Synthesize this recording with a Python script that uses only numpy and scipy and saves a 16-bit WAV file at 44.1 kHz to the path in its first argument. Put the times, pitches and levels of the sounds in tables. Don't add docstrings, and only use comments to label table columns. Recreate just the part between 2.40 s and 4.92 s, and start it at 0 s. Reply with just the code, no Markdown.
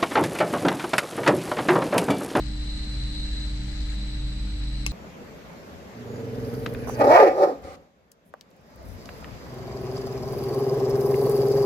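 import sys
import numpy as np
from scipy import signal
from scipy.io import wavfile
from scipy.ndimage import uniform_filter1d

SR = 44100
rng = np.random.default_rng(int(sys.argv[2]) if len(sys.argv) > 2 else 0)


def inscribe(sig):
    pcm = np.round(np.clip(np.atleast_2d(sig).T, -1, 1) * 32767)
    wavfile.write(sys.argv[1], SR, pcm.astype(np.int16))


def invert_db(x):
    u = np.asarray(x, float) / 20
    return 10 ** u


N = 111132
T = np.arange(N) / SR

# pitch_hz, density_db_per_hz
RUMBLE_SPECTRUM = [(10, -12), (30, -0.5), (62, 2), (78, -6.5), (160, -9.5), (250, -10.5), (330, -21),
                   (450, -55)]
ROAR_SPECTRUM = [(500, -0.5), (1000, -9.5), (1900, -5), (3000, -6.5), (4600, -4.5), (7000, -19.5),
                 (8500, -17.5), (9500, -41.5)]
HISS_SPECTRUM = [(8000, -12.5), (9000, -4), (9600, -6.5), (10100, -7), (10800, -6), (12500, -8.5),
                 (13400, -14), (14500, -10.5)]
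# pitch_hz, left_minus_right_db
NOISE_LEAN = [(300, 0.5), (800, 0), (1900, 7.5), (3200, 0.5), (4800, 7.5), (8500, 39), (10000, 4),
              (14000, -6)]
# pitch_hz, correlation
NOISE_LIKENESS = [(60, 1), (130, 0.91), (290, 0.86), (500, -0.56), (1400, 0.43), (3000, -0.21),
                  (15000, 0.1)]
MOTOR_ORDERS = [1, 2, 3, 4, 5]
PUMP_ORDERS = [1, 2, 3, 4]
MAINS_ORDERS = [4, 6, 10, 12, 16, 18, 20, 22]
GEAR_ORDERS = [8, 13, 14, 15, 16]
FAN_HZ = [26.96, 58.33, 60.81, 496.44, 856.2]
PUMP_HZ = [64.02, 64.85]
# level_db, left_minus_right_db, left_lead_rad
MOTOR_TONES = [(-47, 0, 0), (-30, 0, -.1), (-53, -1, -.2), (-53, 0, -.2), (-55, -1, -.2)]
PUMP_TONES = [
    [(-46, -1, -.1), (-46, 1, -.2), (-53, 0, -.5), (-70, 0, 0)],
    [(-57, 0, -.3), (-46, 0, -.2), (-50, 0, -.3), (-62, 1, .4)],
]
MAINS_TONES = [(-60, 0, -.2), (-45.5, -2, .2), (-73, -1, -1.9), (-64.5, 4, -.9), (-70.5, -4, -.5),
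               (-70.5, -8, .5), (-77, -10, -1.7), (-77, -6, 1.6)]
GEAR_TONES = [(-72, -14, -1), (-63, 8, -1.7), (-67, 12, 2.5), (-68, -8, 1.9), (-70, 6, -3.1)]
FAN_TONES = [(-48, 0, 0), (-50, 0, -.2), (-50, 0, -.2), (-65, -10, 2.3), (-75, 9, .2)]
# pitch_hz, level_db, left_minus_right_db, share_of_load, share_of_wander
CARRIER_LINES = [(4030, -44.5, 0, 0.84, 1), (7940, -57.5, 8.5, 0.3, 1.3), (11700, -77, 5, 0.18, 1.5),
                 (4530, -63, 15, 0.62, 0.458), (6580, -73.5, -16, 0.92, 0.347), (3680, -60.5, 18, 1, .7),
                 (2865, -63, 1, 1, 2)]
# time_s, load_db, carrier_hz
DRIVE_LOAD = [(0.0, -51, 4030), (0.15, -52, 4030), (0.32, -46.5, 4029), (0.75, -45, 4038),
              (0.899, -46.5, 4010), (1.05, -46, 4009), (1.17, -54, 4022), (1.4, -52, 4033),
              (1.56, -49.5, 4010), (1.8, -51.5, 3996), (2.1, -53.5, 4009), (2.44, -50.5, 4041)]
# time_s, level_db
RUB_LEVEL = [(0, -53), (.6, -53.5), (1, -49.5), (1.45, -51), (1.6, -56), (2.52, -66)]
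# pitch_hz, density_db_per_hz
RUB_SPECTRUM = [(1200, -37), (1700, -4), (2100, -7), (2600, -23), (4000, -7), (4700, -5.5), (5400, -16),
                (7000, -15.5)]
SCUFF_SPECTRUM = [(800, -21), (2000, 13), (4000, -17), (7000, -3), (9500, -9), (11500, -27)]
# start_s, length_s, level_db
SCUFFS = [
    (1.292, 0.01, -64),
    (1.483, 0.046, -48.5),
    (1.514, 0.046, -49),
    (2.08, 0.0092, -64),
]
# start_s, level_db
SNAP_BLOWS = [(2.4631, -24), (2.4640, -8), (2.4652, -19), (2.4664, -27), (2.4690, -30), (2.4706, -29),
              (2.4716, -28), (2.4728, -26), (2.4736, -27), (2.4778, -34), (2.4820, -36)]
# pitch_hz, level_db, t60_s
PART_MODES = [(483, -17, 0.022), (1130, -10, 0.02), (1490, -18, 0.0099), (2200, -4, 0.019),
              (2630, 3.5, 0.014), (3830, -7, 0.0058), (4500, -8.5, 0.013), (5290, 2, 0.012),
              (6310, 4, 0.008), (7950, 0, 0.0091), (9500, -3, 0.0077), (10450, -1.5, 0.0052),
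              (12060, -10, 0.0042), (14200, -21, .003)]
# pitch_hz, t60_s
SHOP_T60 = [(500, 1), (4000, 0.43), (10000, 0.22), (14000, .08)]


def evened(x):
    return x / np.sqrt(np.mean(x ** 2) + 1e-20)


def read(points, hz):
    point_hz, value = np.transpose(points)
    return np.interp(np.log(hz + 1), np.log(point_hz + 1), value)


def sides(pan_db):
    gain = invert_db(np.array([pan_db / 2, -pan_db / 2]))
    return gain / np.sqrt(np.mean(gain ** 2, 0))


def drift(top_hz):
    low_pass = signal.butter(2, top_hz, fs=SR)
    raw = rng.standard_normal(N + SR)
    return evened(signal.lfilter(*low_pass, raw)[SR:])


def load_db():
    time_s, level_db, _ = np.transpose(DRIVE_LOAD)
    load = np.interp(T, time_s, level_db)
    return load - load.mean()


def noise(spectrum, size, patchy_db, flicker_db, lean=0.47):
    hop = size // 4
    frames = N // hop + 5
    hz = np.fft.rfftfreq(size, 1 / SR)
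    a, b, c, d, patch = rng.standard_normal((frames, len(hz), 5)).T
    patch = uniform_filter1d(patch, size // 80 + 1, 0)
    patch = evened(uniform_filter1d(patch, 3000 // hop + 1, 1))

    same = np.clip(read(NOISE_LIKENESS, hz), -1, 1)[:, None]
    left, other = a + 1j * b, c + 1j * d
    z = np.array([left, same * left + np.sqrt(1 - same ** 2) * other])

    flicker = flicker_db * rng.standard_normal(frames)
    z *= invert_db(read(spectrum, hz)[:, None] + patchy_db * patch + flicker)
    inside = (hz > spectrum[0][0] / 2) & (hz < spectrum[-1][0] * 1.08)
    z *= (inside * sides(lean * read(NOISE_LEAN, hz)))[:, :, None]
    return evened(signal.istft(z, nperseg=size, noverlap=size - hop)[1][:, :N])


def tones(hzs, rows, in_step_s=None):
    waver_db, waver_hz = 0.88, 3.56
    out = np.zeros((2, N))
    for hz, (level_db, pan_db, lead_rad) in zip(hzs, rows):
        phase = rng.uniform(-np.pi, np.pi) if in_step_s is None else -2 * np.pi * hz * in_step_s
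        level = np.sqrt(2) * invert_db(level_db + waver_db * drift(waver_hz))
        lag = np.array([[0], [lead_rad]])
        out += sides(pan_db)[:, None] * level * np.cos(2 * np.pi * hz * T + phase - lag)
    return out


def walked(x):
    walk_s, walk_depth = 0.08, 0.4
    z = signal.stft(x, nperseg=2048, noverlap=1536)[2]
    raw = rng.standard_normal((z.shape[2], z.shape[1], 2, 2), np.float32).T
    re, im = uniform_filter1d(raw, round(walk_s * SR / 512))
    room = re + 1j * im
    room = room / abs(room) ** (1 - walk_depth)
    return signal.istft(z * room / np.std(room.real), nperseg=2048, noverlap=1536)[1][:, :N]


def shop(x):
    hz, t, z = signal.stft(rng.standard_normal((2, SR // 2)), SR, nperseg=256)
    z *= invert_db(-60 * t / read(SHOP_T60, hz)[:, None])
    z = z / np.linalg.norm(z, axis=2, keepdims=True)
    tail = signal.istft(z, SR, nperseg=256)[1]
    tail = tail / np.linalg.norm(tail[0])
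    return signal.fftconvolve(x * np.ones((2, 1)), tail, axes=1)[:, :x.shape[-1]]


def air():
    rumble_db, roar_db, hiss_db, load_share = -39, -47.5, -73, 0.07
    roar_level = invert_db(roar_db + load_share * uniform_filter1d(load_db(), SR // 3))
    out = invert_db(rumble_db) * noise(RUMBLE_SPECTRUM, size=4096, patchy_db=0.5, flicker_db=0)
    out += roar_level * noise(ROAR_SPECTRUM, size=512, patchy_db=0.6, flicker_db=0.9)
    return out + invert_db(hiss_db) * noise(HISS_SPECTRUM, size=512, patchy_db=4.0, flicker_db=1.5)


def machines():
    motor_hz, mains_hz, gear_hz, in_step_s = 24.98, 50.027, 153.67, 0.01
    out = tones(motor_hz * np.array(MOTOR_ORDERS), MOTOR_TONES)
    out += tones(mains_hz * np.array(MAINS_ORDERS), MAINS_TONES)
    out += tones(gear_hz * np.array(GEAR_ORDERS), GEAR_TONES)
    out += tones(FAN_HZ, FAN_TONES)
    for hz, rows in zip(PUMP_HZ, PUMP_TONES):
        out += tones(hz * np.array(PUMP_ORDERS), rows, in_step_s)
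    return out


def inverter():
    drives, wander_hz, wander_share, wild = 14, 80, 0.014, 0.25
    widen, cross = 0.3, -0.14
    steady_s, steady = 0.05, 0.75
    load = load_db()
    time_s, _, carrier_hz = np.transpose(DRIVE_LOAD)
    slow = uniform_filter1d(np.interp(T, time_s, carrier_hz / carrier_hz.mean() - 1), SR // 8)
    wander = np.array([drift(wander_hz) for _ in range(drives)])
    wander = wander + wild * wander ** 3
    slip_s = np.cumsum(wander_share * invert_db(widen * load) * wander + slow, 1) / SR

    whine = np.zeros((2, N))
    for hz, level_db, pan_db, share, spread in CARRIER_LINES:
        line = np.cos(2 * np.pi * hz * (T + spread * slip_s)).sum(0)
        left, right = walked(line[None])
        heard = sides(pan_db)[:, None] * np.array([left, right + cross * left])
        power = uniform_filter1d(heard.mean(0) ** 2, round(steady_s * SR))
        power = uniform_filter1d(power, round(steady_s * SR))
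        whine += invert_db(level_db + share * load) * evened(heard / power ** (steady / 2))
    return whine


def strip():
    rub_level = invert_db(np.interp(T, *np.transpose(RUB_LEVEL)))
    rub = rub_level * noise(RUB_SPECTRUM, size=256, patchy_db=1.5, flicker_db=3.5, lean=2.1)
    stroke = np.zeros(N)
    for start_s, length_s, level_db in SCUFFS:
        stroke += invert_db(level_db) * np.sin(np.pi * np.clip((T - start_s) / length_s, 0, 1))
    return rub + stroke * noise(SCUFF_SPECTRUM, size=256, patchy_db=2.5, flicker_db=2.0)


def snap():
    crack_db, crack_t60_s, rise_s, scatter = -9, 0.005, 0.00017, 0.008
    right_lag_s, right_db, dulling = 0.00023, 1.5, 1.4
    ring_wet_db, crack_wet_db = -28, -8
    out, cracks = np.zeros((2, N)), np.zeros(N)
    t = np.arange(2000) / SR
    rise = 1 - np.exp(-t / rise_s)
    for start_s, blow_db in SNAP_BLOWS:
        luck = rng.uniform(-1, 1, (len(PART_MODES), 2))
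        grit = np.gradient(uniform_filter1d(rng.standard_normal(len(t)), size=3)) * 2
        crack = invert_db(crack_db - 60 * t / crack_t60_s) * grit
        for side, (lag_s, side_db) in enumerate([(0, 0), (right_lag_s, right_db)]):
            at = round((start_s + lag_s) * SR)
            ring = np.zeros(len(t))
            for (hz, level_db, t60_s), (detune, phase) in zip(PART_MODES, luck):
                loss_db = side * dulling * read(NOISE_LEAN, hz)
                mode = np.sin(2 * np.pi * hz * (1 + scatter * detune) * t + phase)
                ring += invert_db(level_db - 60 * t / t60_s - loss_db) * mode
            blow = ((ring + crack) * rise)[:N - at] / 3
            out[side, at:at + len(t)] += invert_db(blow_db + side_db) * blow
        cracks[at:at + len(t)] += invert_db(blow_db) * crack[:N - at]
    ring_tail = invert_db(ring_wet_db) * shop(out[0])
    crack_tail = invert_db(crack_wet_db) * shop(uniform_filter1d(cracks, size=3))
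    return out + ring_tail + crack_tail


def scene():
    return air() + machines() + inverter() + strip() + snap()


def top_cut(x):
    return signal.sosfilt(signal.butter(12, 15590, fs=SR, output="sos"), x)


def record(dry):
    fade_in_s, edge_hz = 0.001, 15400
    faded = dry * np.minimum(T / fade_in_s, 1)
    low_pass = signal.firwin(511, edge_hz, window=("kaiser", 9), fs=SR)[None]
    mix = signal.oaconvolve(faded, low_pass, "same")
    return top_cut(mix)


dry = scene()
out = record(dry)
inscribe(out)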